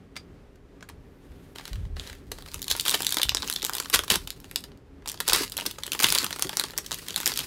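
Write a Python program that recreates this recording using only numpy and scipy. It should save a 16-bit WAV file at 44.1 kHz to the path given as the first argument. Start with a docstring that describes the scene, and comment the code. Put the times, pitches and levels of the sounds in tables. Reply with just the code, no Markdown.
"""A foil pack is picked off a table, crumpled at the seam, ripped open and peeled back, close by.
Creases buckle in short snaps over a finer crackle, each tear is a dense train of tiny fractures, and table
reflection and microphone colour them all. The loose sheet and the cards push air in low lumps.
Skin and sleeve slide, the table rumbles under the leaning arm, and at first something ticks nearby.
The small soft room answers briefly and hums low."""
import sys
import numpy as np
from scipy import signal
from scipy.fft import rfft, irfft, next_fast_len
from scipy.io import wavfile
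from scipy.ndimage import uniform_filter1d

SR = 44100
rng = np.random.default_rng(int(sys.argv[2]) if len(sys.argv) > 2 else 0)


def generate_wav(sig):
    """Save sig (samples, or channels by samples) to the path in sys.argv[1] as 16-bit PCM at SR."""
    pcm = np.round(np.clip(np.atleast_2d(sig).T, -1, 1) * 32767).astype(np.int16)
    wavfile.write(sys.argv[1], SR, pcm)


N = 328986

# Spectra of room tone, table, friction and foil. Each row: frequency in Hz, relative density in dB.
HUM_SPECTRUM = [(53, -24.5), (90, -3), (210, -5.5), (279, -8), (558, -13.5), (650, -18), (1550, -24),
                (1770, -24.5), (12500, -47), (14900, -46.5), (16200, -76.5)]
TABLE_SPECTRUM = [(18, -40), (30, 2), (54, -1.5), (78, -4), (193, -22), (231, -42.5), (270, -43.5),
                  (300, -60.5), (390, -85.5), (660, -120)]
FRICTION_SPECTRUM = [(590, -8.5), (1000, -18), (1770, -6.5), (1970, -8.5), (4000, -16.5), (6090, -18),
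                     (12100, -23.5), (16200, -33)]
FOIL_SPECTRUM = [(250, -41.5), (400, -2.5), (700, -8.5), (1000, 8.5), (1800, 8), (2600, 10.5), (3300, 0.5),
                 (4700, 9.5), (6800, 1.5), (11700, 0.5), (14000, -4.5), (16200, -8)]
# Room resonances; peaks and dips of table reflection and microphone that colour the foil and sliding.
# Each row: centre in Hz, bandwidth in Hz, gain added at the centre.
ROOM_MODES = [(171, 7.1, 1.2), (275.5, 12, 2.4), (397, 38, 1.5)]
CLOSE_COLOUR_MODES = [(644, 860, -0.56), (906, 350, 0.48), (1600, 360, -0.042), (2480, 1500, -0.45),
                      (3275, 1090, 0.49), (3920, 380, 0.22), (5640, 1600, -0.21)]
# Arms knock or lean on the table. Each row: start in seconds, hold in seconds, level in dB.
ARM_BUMPS = [(.915, .03, -48), (1.28, .03, -53), (1.71, 0.21, -31), (2.11, 0.038, -51.5),
             (2.27, 0.13, -45.5), (2.52, 0.025, -43.5), (2.69, 0.036, -48.5), (3.245, .03, -34.5),
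             (3.945, 0.034, -42.5), (4.1, 0.11, -45.5), (5.3, 0.039, -47.5), (5.66, 0.063, -53.5),
             (6.03, 0.052, -48)]
# Dry ticks. Each row: start in seconds, peak in dB, pitch in Hz, relative treble level in dB.
DRY_TICKS = [(0.1565, -36.5, 2030, -22), (0.1644, -24.5, 2170, -21), (0.1722, -33, 4760, -21),
             (0.556, -50, 1560, -9), (0.8073, -42, 1530, -28), (0.8253, -32.5, 1550, -33),
             (0.8881, -31.5, 1700, -2.5), (0.8974, -34.5, 1010, -24), (1.3174, -51, 1510, -20)]
# Envelopes of sliding skin and sleeve, of the sleeve's swish, and of the hands at work on the foil
# (picking up, prying, peeling), one list a stroke. Each row: time in seconds, level in dB.
SLIDE_STROKES = [
    [(0.95, -96), (1.316, -67), (1.54, -66)],
    [(1.55, -54.5), (1.69, -47)],
    [(1.69, -51.5), (1.96, -74)],
    [(1.96, -51.5), (2.09, -47.5), (2.186, -61), (2.31, -91)],
]
SLEEVE_STROKES = [
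    [(1.0, -83), (1.3, -76), (1.54, -71)],
]
HAND_STROKES = [
    [(1.55, -57), (1.7, -60), (1.8, -71.5), (1.95, -75), (1.99, -64), (2.1, -62), (2.2, -70), (2.3, -68.5)],
    [(2.3, -62), (2.37, -58), (2.49, -53), (2.65, -55), (2.78, -43), (2.87, -39), (3.05, -39), (3.35, -58),
     (3.46, -40.5), (3.6, -49), (3.93, -47), (4.1, -51), (4.26, -54), (4.33, -64), (4.59, -56.5),
     (4.7, -65)],
    [(5.04, -70), (5.1, -55), (5.23, -59), (5.3, -44), (5.45, -43), (5.5, -58), (5.64, -44), (5.76, -55),
     (5.89, -51), (6.02, -36), (6.26, -44), (6.48, -48), (6.6, -44), (6.8, -56), (6.93, -46), (7.15, -45),
     (7.27, -39), (7.46, -40)],
]
# Buckling creases. Each row: start in seconds, peak of the buckled patch in dB, its pitch in Hz,
# body and sizzle in dB relative to the patch, nominal length in milliseconds.
CREASE_SNAPS = [(1.5585, -28, 3700, 0.5, -15, 4.7), (1.5848, -21.5, 3790, -4, -17, 2),
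                (1.5963, -36, 3830, 8, -12, 2.8), (1.6098, -34, 1590, 3, -14, 5.4),
                (1.6535, -23.5, 4130, -5, -7, 5.6), (1.6778, -28.5, 4690, -4, -8.5, 4.7),
                (1.731, -29.5, 4300, -2.5, -9, 5.5), (1.757, -34.5, 1940, -5, -10.5, 3.5),
                (1.8522, -41, 1660, 4.5, -25, 5.1), (1.9672, -29, 3760, 4.5, -23.5, 3),
                (1.9972, -18, 3460, -9.5, -35, 0.87), (2.0674, -35.5, 4010, -13, -24.5, 4.4),
                (2.0738, -27.5, 4050, -7, -12.5, 3.7), (2.0979, -26.5, 1770, -8, -15, 7.7),
                (2.1294, -30.5, 1810, -6, -14, 2.8), (2.1513, -40, 1850, -2, -4, 2.4),
                (2.3166, -24, 3950, -0.5, -2, 9.5), (2.385, -32, 1420, 2, -6, 8.2),
                (2.4232, -30, 3700, -1.5, -4, 2.1), (2.461, -28.5, 1430, -6, -19, 1.7),
                (2.4854, -33.5, 4180, -6, -14, 4.6), (2.5167, -28, 4180, -13, -5, 1.4),
                (2.5363, -32, 4390, -18, -0.5, 3.3), (2.5431, -20.5, 6030, -7.5, 0, 3.6),
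                (2.618, -24, 4780, -23.5, 1, 4.1), (2.6267, -24, 4050, -27, 2, 4.2),
                (2.6427, -26, 4180, -18.5, 2, 3.6), (2.681, -17.5, 3420, -33, -2, 4.4),
                (2.699, -19.5, 4200, -16, -2, 28), (2.7113, -12, 3930, -8, -2.5, 9.5),
                (2.7234, -11, 4300, -25, -12, 1.6), (2.7647, -22, 6120, -26.5, 5, 2.5),
                (2.7977, -7.5, 3660, -28, -12, 2.4), (2.809, -22.5, 3620, -17, 7.5, 4.2),
                (2.8524, -21, 3170, -9, 0, 6.4), (2.8618, -18, 3470, -3.5, -13.5, 5.5),
                (2.8734, -15, 3960, -17, -5, 5.3), (2.8806, -9, 3470, -8.5, -1.5, 6.5),
                (2.887, -20, 5940, -20, -1, 6.8), (2.8944, -7, 3760, -19, -4, 2.4),
                (2.904, -24, 4870, -18, 12, 2.3), (2.9117, -18, 3790, -18, 5, 2.8),
                (2.9185, -14, 3100, -3, -10, 1.7), (2.9262, -23.5, 3360, -5, -4, 5.0),
                (2.9432, -10, 3200, -2, -8, 7.1), (2.952, -17, 3700, -1, 2, 1.9),
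                (3.0206, -22, 3900, -24, 6.5, 3.3), (3.047, -15.5, 3060, -23, -0.5, 4.5),
                (3.067, -7.5, 4500, -21, -3, 3.3), (3.0922, -14.5, 5000, -30, -2, 1.9),
                (3.1233, -13.5, 3800, -11, 0, 5.9), (3.1341, -24, 3620, -35, -8, 5.4),
                (3.1427, -17, 4610, -10, 3, 6.9), (3.1696, -7.5, 3560, -1.5, -5.5, 2.7),
                (3.1835, -14.5, 4350, -17, -8, 6.6), (3.1971, -22, 2120, 5.5, -7, 5),
                (3.2165, -8, 3250, -34, -12, 4.1), (3.2309, -6.5, 3530, -21, -5, 5.9),
                (3.2518, -24, 3960, -1, -3, 4.3), (3.2868, -22, 1510, -13, -15, 3.8),
                (3.293, -1.5, 3050, -29, -13, 2.7), (3.319, -19.5, 5000, 3.5, -16, 1.7),
                (3.3476, -3, 6800, -9.5, -18, 3.2), (3.3696, -11, 3440, -27, -24, 4.3),
                (3.4217, -17.5, 3630, -12, -16.5, 4), (3.4288, -18, 3330, 0.5, -26, 2.8),
                (3.476, -17, 6160, -27, -5, 3.7), (3.499, -14, 1370, -27, 2, 3.2),
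                (3.5139, -30, 4690, -9.5, 7, 3.3), (3.526, -17, 3940, -25.5, -3, 2.7),
                (3.5371, -31.5, 3360, 1, 15, 3.6), (3.5612, -11.5, 3530, -15, -11, 4.7),
                (3.598, -31, 3870, -12, -11, 3.1), (3.6203, -18, 3790, -15.5, -12, 2.5),
                (3.628, -17.5, 4780, -6.5, -5.5, 4.2), (3.6427, -16, 3500, -11, -8, 2.7),
                (3.6488, -15, 3230, -4.5, 5.5, 3.3), (3.6583, -22.5, 6120, -27, -5, 2.8),
                (3.6652, -16, 4650, -21, -2, 2.5), (3.6955, -19, 1403, 0, -2, 2.4),
                (3.7341, -17.5, 4930, -17, -3, 4.8), (3.7427, -25.5, 3790, -1, -1.5, 3.6),
                (3.7505, -21.5, 3320, -1.5, 5, 6.2), (3.7671, -26, 4780, 0, 3, 7.3),
                (3.7825, -15, 3930, -10, -5, 5.9), (3.8001, -11.5, 5870, -4.5, -7, 5.2),
                (3.8571, -22, 1470, -15, -23, 7.3), (3.899, -27, 3790, 1, 8.5, 5.2),
                (3.9437, -11.5, 3270, -1, 2, 21), (3.9586, -6.5, 2560, -4.5, -5, 3.3),
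                (3.9914, -9, 3620, 0, -6.5, 1.8), (4.0358, -23, 4600, 1.5, -7, 5),
                (4.0798, -26, 4010, 0, -3, 4.2), (4.1013, -5, 3100, -9, -5.5, 7.7),
                (4.111, -9.5, 3700, -4.5, -10, 12), (4.1206, -14.5, 3430, -5, 3, 3.9),
                (4.1404, -14, 3400, -0.5, -6, 3), (4.1497, -19.5, 3100, -6, -11, 19.6),
                (4.156, -16.5, 3530, 2, 5, 7.4), (4.2736, -23, 2620, -5, -2, 7.1),
                (4.3043, -16, 4680, -20, -2.5, 2.07), (4.402, -47, 4000, -20, 16, 1.9),
                (4.4435, -33, 2500, 0, -6, 3.4), (4.5126, -29.5, 2350, -5.5, -1.5, 2.6),
                (4.5588, -9.5, 4090, -14, -4.5, 5.4), (4.6388, -27, 4300, -6, -7, 8.5),
                (4.7179, -43.5, 2940, 3, -32, 5), (4.7744, -49, 4130, -10, 0, 2.7),
                (5.0226, -47.5, 1500, 9.5, -17, 2.3), (5.0589, -28.5, 2490, 1, -10, 4.8),
                (5.075, -21.5, 5200, -3.5, -6, 6.1), (5.0819, -22, 6980, -24, -1, 3.6),
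                (5.0889, -18.5, 6370, -20, -2, 4), (5.0974, -21.5, 3980, -26, 0.5, 4.8),
                (5.1167, -21.5, 6530, -20, 0, 4), (5.142, -30.5, 5640, 0, -6, 7.7),
                (5.175, -31.5, 4010, -6, -22, 3.4), (5.203, -15.5, 1550, -6, -0.5, 4.1),
                (5.2074, -18.5, 4060, -2.5, -3, 6.4), (5.2789, -13.5, 6200, -3, 2.5, 4.9),
                (5.2863, -11.5, 4220, -3.5, 1, 2.3), (5.2967, -8, 3050, -6.5, -6, 6),
                (5.3056, -19.5, 3920, -7, -7, 5.3), (5.3222, -15, 4650, 4, -12.5, 4.1),
                (5.3321, -3.5, 4440, -11, -0.5, 5.4), (5.3477, -7.5, 3800, -9, -13.5, 3.5),
                (5.3604, -13, 5990, 0, 0, 5.4), (5.4786, -24.5, 5600, -19, -20, 2.8),
                (5.4978, -32.5, 3900, -8, 7, 2.2), (5.5202, -21.5, 3960, -29.5, -1.5, 4.8),
                (5.568, -22, 2800, -5, 5, 6.8), (5.5776, -17, 4030, -9.5, 0.5, 2.9),
                (5.5992, -16.5, 2500, -8, -10, 3.6), (5.6097, -18, 2560, -12, -9.5, 2.8),
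                (5.6265, -32, 4740, -11, -11, 4.0), (5.6615, -13.5, 4970, -11, -3, 13.6),
                (5.704, -31, 3190, -4, -13, 2.2), (5.7842, -28.5, 6290, 4, -15, 12.6),
                (5.8345, -15, 3920, -10.5, -9.5, 5), (5.8648, -25.5, 3140, -12, 3, 6.8),
                (5.8776, -25.5, 3030, -1, -8, 4.9), (5.9189, -11, 2620, -13, -7, 4.4),
                (5.9317, -16.5, 2950, -11.5, -1, 7.1), (5.9919, -13, 2940, -13, -6.5, 3.5),
                (6.003, -14.5, 4650, -2, 0, 2.1), (6.0249, -13.5, 2600, -1, 1, 3.6),
                (6.0326, -13.5, 2710, -13, 8, 3.3), (6.0423, -1, 2280, -10.5, -12, 7.3),
                (6.0578, -21, 3880, 1, -10, 9.7), (6.067, -11.5, 2530, -22, -3.5, 4.4),
                (6.0858, -11, 2560, -18, -4, 5), (6.1022, -8.5, 5340, -27, -6, 4.5),
                (6.1236, -10.5, 4780, -3.5, 4.5, 3.1), (6.1493, -7.5, 4650, -29, -1, 5.7),
                (6.1553, -11, 2280, -4.5, -11, 3), (6.1613, -21, 4200, 3, 3, 3.5),
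                (6.178, -10.5, 4090, -9.5, -8, 2.8), (6.1852, -2, 4430, -30, -6.5, 1.8),
                (6.2008, -28, 3920, -19, -12.5, 3.1), (6.229, -22, 4050, -6, -1, 4.0),
                (6.2434, -19.5, 2850, 3.5, 6.5, 6), (6.2643, -19.5, 4740, -4, -11.5, 5.4),
                (6.307, -23.5, 2970, 2, -3, 2.9), (6.3274, -17.5, 4820, -6.5, -20, 5.6),
                (6.3606, -26, 1520, -3, -1.5, 6.5), (6.3869, -30, 3960, 4, -1.5, 4.7),
                (6.3941, -20.5, 6030, 1.5, 2.5, 5.4), (6.4231, -13, 4870, -6, 4.5, 3.8),
                (6.445, -24, 1400, -4, -8, 14), (6.47, -22.5, 4470, -8, -5.5, 3),
                (6.494, -11.5, 3630, -2.5, -6, 1.2), (6.5702, -8, 5960, -8.5, 0, 2.8),
                (6.5967, -6, 4030, -10.5, -4, 3.5), (6.6113, -20.5, 1410, -4, -5, 4.7),
                (6.6383, -13.5, 4420, -1, -9, 2.6), (6.7068, -28, 4200, -12, -5, 3.2),
                (6.7354, -34, 1500, 10, -19, 1.6), (6.7775, -14, 4610, -18, 5.5, 3.6),
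                (6.7838, -13.5, 5930, -1.5, 1, 3.9), (6.8616, -22.5, 5000, -28, -6, 11),
                (6.9099, -22.5, 5900, 1, -12, 3.3), (6.9171, -14.5, 4800, -6.5, -8, 3.5),
                (6.927, -17, 4600, -22.5, -9, 3.2), (7.0834, -21.5, 3790, -16, -1.5, 5.8),
                (7.106, -17, 3700, -8, -14, 2.9), (7.1428, -23, 3620, -6.5, -6, 4.3),
                (7.161, -9.5, 3920, -14, 0, 2.3), (7.1771, -23, 1430, -10, 4, 5.7),
                (7.202, -22.5, 2020, 0, 1, 5.3), (7.2305, -21, 1470, -16, -8.5, 7.5),
                (7.2591, -7, 5100, -20, 0.5, 2.2), (7.2662, -18.5, 1420, 1, 5, 5.6),
                (7.2762, -9.5, 2930, -8.5, 3.5, 3.1), (7.3185, -17.5, 4740, -4, -10, 3.8),
                (7.3382, -16, 4910, -20, -14, 3.1), (7.3737, -14, 5760, -25, -1.5, 5.7),
                (7.3905, -17, 3000, -9.5, -0.5, 3.5), (7.4085, -20, 4870, -15, -6, 2),
                (7.4128, -33.5, 3190, 3, -10, 7.0)]
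# The sheet and cards lurch. Each row: start in seconds, flap level in dB, deep push level in dB.
SHEET_LURCHES = [(2.315, -41, -54), (2.944, -44.5, -63.5), (3.167, -47, -68), (3.436, -40, -49),
                 (3.627, -44, -65), (3.936, -44, -60), (4.111, -42, -33.5), (4.152, -46, -43),
                 (5.277, -45, -52), (5.324, -30.5, -53), (5.403, -30.5, -44), (5.66, -37.5, -47),
                 (6.035, -60, -41), (6.101, -51.5, -52), (6.224, -34, -39), (6.445, -32.5, -43.5),
                 (6.78, -44, -46), (6.909, -51, -43.5), (7.175, -55, -51), (7.273, -66, -50)]
# Tears along the seam. Each row: start, rise and run in seconds, top level in dB, fall over the run in dB.
SEAM_TEARS = [(2.69, .022, .022, -35, 15), (2.85, 0.015, 0.032, -31.5, 20),
              (2.934, 0.0069, 0.022, -21.5, 29), (3.927, 0.015, 0.034, -11, 39),
              (4.099, 0.0044, .066, -19.5, 17.5), (5.261, 0.035, 0.02, -25, 9),
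              (5.315, .02, .115, -24.5, 7.5), (6.02, 0.024, 0.012, -18, 26),
              (6.049, 0.0071, 0.19, -32.5, 1.5)]


def from_db(db):
    """Amplitude ratio of a level in decibels."""
    return 10 ** (np.asarray(db) / 20)


def unit_rms(x):
    """Normalisation to an rms of 1."""
    return x / np.sqrt(np.mean(x ** 2) + 1e-20)


def band(x, low_hz, high_hz):
    """Butterworth band-pass filtering, normalised to unit rms."""
    return unit_rms(signal.sosfilt(signal.butter(2, [low_hz, high_hz], "band", fs=SR, output="sos"), x))


def colour(x, spectrum):
    """Spectral shaping along a logarithmic frequency axis, normalised to unit rms."""
    hz, db = np.transpose(spectrum)
    size = next_fast_len(N)
    bin_hz = np.maximum(np.arange(size // 2 + 1) * SR / size, 1)
    gain = from_db(np.interp(np.log(bin_hz), np.log(hz), db))
    return unit_rms(irfft(rfft(x, size) * gain, size)[:N])


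def drift(hz):
    """Slow random fluctuation: low-passed noise of unit rms."""
    pole = np.exp(-2 * np.pi * hz / SR)
    return unit_rms(signal.lfilter([1], [1, -2 * pole, pole * pole], rng.standard_normal(N + SR))[SR:])


def decay(size, t60_s):
    """Exponential decay, 60 dB in t60_s."""
    return from_db(-60 * np.arange(size) / SR / t60_s)


def resonance(x, hz, width_hz):
    """A damped resonator with unit gain at its centre."""
    r = np.exp(-np.pi * width_hz / SR)
    feedback = [1, -2 * r * np.cos(2 * np.pi * hz / SR), r * r]
    return (1 - r * r) / 2 * signal.lfilter([1, 0, -1], feedback, x)


def through_modes(x, modes):
    """Parallel resonators reinforce or cancel x around each mode."""
    return x + sum(gain * resonance(x, hz, width_hz) for hz, width_hz, gain in modes)


def add(out, start_s, sound):
    """Superposition of a sound on out."""
    at = round(start_s * SR)
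    out[at:at + len(sound)] += sound[:N - at]


def stroke_gain(strokes):
    """Smoothed envelope of strokes, linear in decibels within each and silent between."""
    t = np.arange(N) / SR
    gain = sum(from_db(np.interp(t, *np.transpose(rows), left=-200, right=-200)) for rows in strokes)
    return uniform_filter1d(gain, 130)


def push_gain(pushes, rise_s, t60_s):
    """Envelope of pushes: linear rise, hold, exponential decay."""
    t = np.arange(N) / SR
    gain = np.zeros(N)
    for start, hold, db in pushes:
        fall_db = 60 * np.maximum(t - start - rise_s - hold, 0) / t60_s
        gain += np.clip((t - start) / rise_s, 0, 1) * from_db(db - fall_db)
    return gain


def room_hum():
    """Room modes reinforce a low, slightly wavering noise."""
    noise = colour(rng.standard_normal(N), HUM_SPECTRUM)
    return from_db(-54 + drift(hz=4.4)) * through_modes(noise, ROOM_MODES)


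def table_rumble():
    """Forced vibration: the table shakes faintly throughout and jolts under the arms."""
    gain = from_db(-53.5 + drift(hz=3)) + push_gain(ARM_BUMPS, rise_s=0.012, t60_s=0.36)
    return gain * colour(rng.standard_normal(N), TABLE_SPECTRUM)


def ticks(ping_s=.171, ping_hz=4780, ping_db=-37):
    """Light impacts on something hard excite a broad, damped resonance; one clear ping rings among them."""
    out, size = np.zeros(N), 4000
    onset = 1 - decay(size, t60_s=0.0062)   # soft contact
    bursts = rng.standard_normal((len(DRY_TICKS), 3, size)) * decay(size, t60_s=0.024) * onset
    for (start, peak_db, hz, treble_db), (ring, knock, treble) in zip(DRY_TICKS, bursts):
        tick = unit_rms(resonance(ring, hz, .4 * hz)) + .8 * band(knock, 300, 6000)
        tick += from_db(treble_db) * band(treble, 8900, 14400)
        add(out, start, from_db(peak_db) * tick / np.abs(tick).max())
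    ping = np.sin(2 * np.pi * ping_hz * np.arange(size) / SR) * decay(size, t60_s=.06)
    add(out, ping_s, from_db(ping_db) * ping)
    return out


def reverberation(x, tails=8, gap_s=0.0028, level_db=-11.5):
    """Diffuse reflections follow a short gap; their pattern changes as the hands move."""
    out, size = np.zeros(N), SR // 3
    position = np.arange(N) // 1300 % tails   # another tail about every 30 ms
    envelope = decay(size, t60_s=0.14) * (np.arange(size) > gap_s * SR)
    for k in range(tails):
        tail = band(rng.standard_normal(size) * envelope, 300, 12000)
        out += signal.fftconvolve(x * (position == k), tail / np.linalg.norm(tail))[:N]
    return from_db(level_db) * out


def sliding():
    """Sliding friction of skin and sleeve gives a wavering broadband hiss."""
    gain = stroke_gain(SLIDE_STROKES) * from_db(2.5 * drift(hz=10))
    return gain * colour(rng.standard_normal(N), FRICTION_SPECTRUM)


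def sleeve_swish():
    """Cloth friction gives a thin high hiss as the arm reaches in."""
    return stroke_gain(SLEEVE_STROKES) * band(rng.standard_normal(N), 9500, 14500)


def effort_gain(strain_t60_s=.08, settle_t60_s=.3, still_db=-45, swing_share=0.28):
    """Strain and relaxation: the hands' envelope swells into each listed snap and settles after it."""
    t = np.arange(N) / SR
    starts, peak_db = np.transpose(CREASE_SNAPS)[:2]
    kick_db = np.full(N, float(still_db))
    kick_db[(starts * SR).astype(int)] = peak_db
    fall, rise = 60 * t / settle_t60_s, 60 * t / strain_t60_s
    settling = np.maximum.accumulate(kick_db + fall) - fall
    straining = (np.maximum.accumulate(kick_db[::-1] + rise) - rise)[::-1]
    stirred_db = np.maximum(settling, straining)
    swing_db = stirred_db - uniform_filter1d(stirred_db, SR // 4)
    return stroke_gain(HAND_STROKES) * from_db(swing_share * swing_db)


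def foil_grains(per_s, uneven_db, t60_s=0.0092):
    """Shot noise: tiny random events in the foil, each a decaying puff, with the mean level evened out."""
    sizes = from_db(uneven_db * np.minimum(rng.exponential(1, N), 4))
    impulses = sizes * (rng.random(N) < per_s / SR)
    pole = from_db(-60 / (t60_s * SR))
    puffs = signal.lfilter([1], [1, -pole], impulses) * rng.standard_normal(N)
    power = uniform_filter1d(puffs ** 2, SR // 10)
    return colour(puffs / np.sqrt(power + .05 * power.mean()), FOIL_SPECTRUM)


def crackle():
    """Crumpling releases tiny creases in clumps, over the friction hiss of fingers on foil."""
    creases = foil_grains(per_s=1000 * from_db(7 * drift(hz=29)), uneven_db=2)
    fingers = from_db(-6.5) * band(rng.standard_normal(N), 2500, 21000)
    return effort_gain() * creases + stroke_gain(HAND_STROKES) * fingers


def snaps(creases, rise_share=0.15):
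    """Buckling: as a crease lets go, its patch rings, the pack adds body and the edge sizzles."""
    out, size = np.zeros(N), 1200
    t_ms = np.arange(size) / SR * 1000
    for start, peak_db, hz, body_db, sizzle_db, length_ms in creases:
        ring, rattle, pack, edge = rng.standard_normal((4, size))
        rise_ms = rise_share * max(length_ms, .5)
        pulse = t_ms / rise_ms * np.exp(-t_ms / rise_ms)
        patch = unit_rms(resonance(ring * pulse, hz, .3 * hz)) + .7 * band(rattle * pulse, 1500, 7000)
        patch /= np.abs(patch).max()
        patch_rms = np.sqrt(np.mean(patch ** 2))
        body = from_db(body_db) * band(pack * decay(size, t60_s=0.027), 340, 1900)
        sizzle = from_db(sizzle_db) * band(edge * pulse, 5500, 14900)
        add(out, start, from_db(peak_db) * (patch + patch_rms * (body + sizzle)))
    return out


def small_snaps(count=170):
    """Lesser creases buckle at random, more often and more loudly under greater effort."""
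    effort = effort_gain()
    cumulative = np.cumsum(effort ** .25)
    quantiles = (np.arange(count) + rng.random(count)) / count
    at = np.searchsorted(cumulative, quantiles * cumulative[-1]).clip(0, N - 1)
    peak_db = 20 * np.log10(effort[at]) + rng.normal(15.5, 5, count)
    hz = np.clip(3400 * 2 ** rng.normal(0, 0.78, count), 1400, 7000)
    body_db = rng.normal(-10, 8.5, count)
    sizzle_db = rng.normal(-9.5, 8.5, count)
    length_ms = 5.4 * 2 ** rng.normal(0, .5, count)
    return snaps(zip(at / SR, peak_db, hz, body_db, sizzle_db, length_ms))


def flapping(rise_s=.008, t60_s=.09):
    """Air displacement: the loose sheet and cards give low lumps with handling, tears and lurches."""
    handled = stroke_gain(HAND_STROKES)
    flap_lurches = push_gain([(s, 0, db) for s, db, _ in SHEET_LURCHES], rise_s, t60_s)
    deep_lurches = push_gain([(s, 0, db) for s, _, db in SHEET_LURCHES], rise_s, t60_s)
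    flap_gain = from_db(-16) * handled + from_db(-20.5) * tear_gain() + flap_lurches
    deep_gain = from_db(-15.5) * handled + deep_lurches
    flap = from_db(0.81 * drift(hz=38)) * band(rng.standard_normal(N), 260, 441)
    deep = from_db(3.7 * drift(hz=26)) * band(rng.standard_normal(N), 120, 224)
    return flap_gain * flap + deep_gain * deep


def tear_gain(rise_db=21.5):
    """Envelope of the tears: a quick rise, then a fall along the run."""
    return stroke_gain([[(start, db - rise_db), (start + rise, db), (start + rise + run, db - fall_db)]
                        for start, rise, run, db, fall_db in SEAM_TEARS])


def tearing():
    """Crack propagation: a running tear breaks the film thousands of times a second, in jerks."""
    return tear_gain() * foil_grains(per_s=3000 * from_db(2.8 * drift(hz=86)), uneven_db=1.5)


def scene():
    """Superposition: table reflection and microphone colour foil and sliding; foil and ticks reverberate."""
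    foil = snaps(CREASE_SNAPS) + small_snaps() + crackle() + tearing()
    direct = through_modes(foil, CLOSE_COLOUR_MODES) + ticks()
    room = room_hum() + reverberation(direct)
    friction = through_modes(sliding(), CLOSE_COLOUR_MODES) + sleeve_swish()
    return (direct + room + friction + flapping() + table_rumble())[None]


def record(dry, bass_hz=35, stopband_hz=16500):
    """Band limiting and saturation: the microphone loses deep bass, rounds peaks and cuts the top."""
    heard = signal.sosfilt(signal.butter(2, bass_hz, "high", fs=SR, output="sos"), dry)
    rounded = .9 * np.tanh(heard / .9)
    return signal.sosfilt(signal.cheby2(16, 70, stopband_hz, fs=SR, output="sos"), rounded)


dry = scene()
out = record(dry)
generate_wav(out)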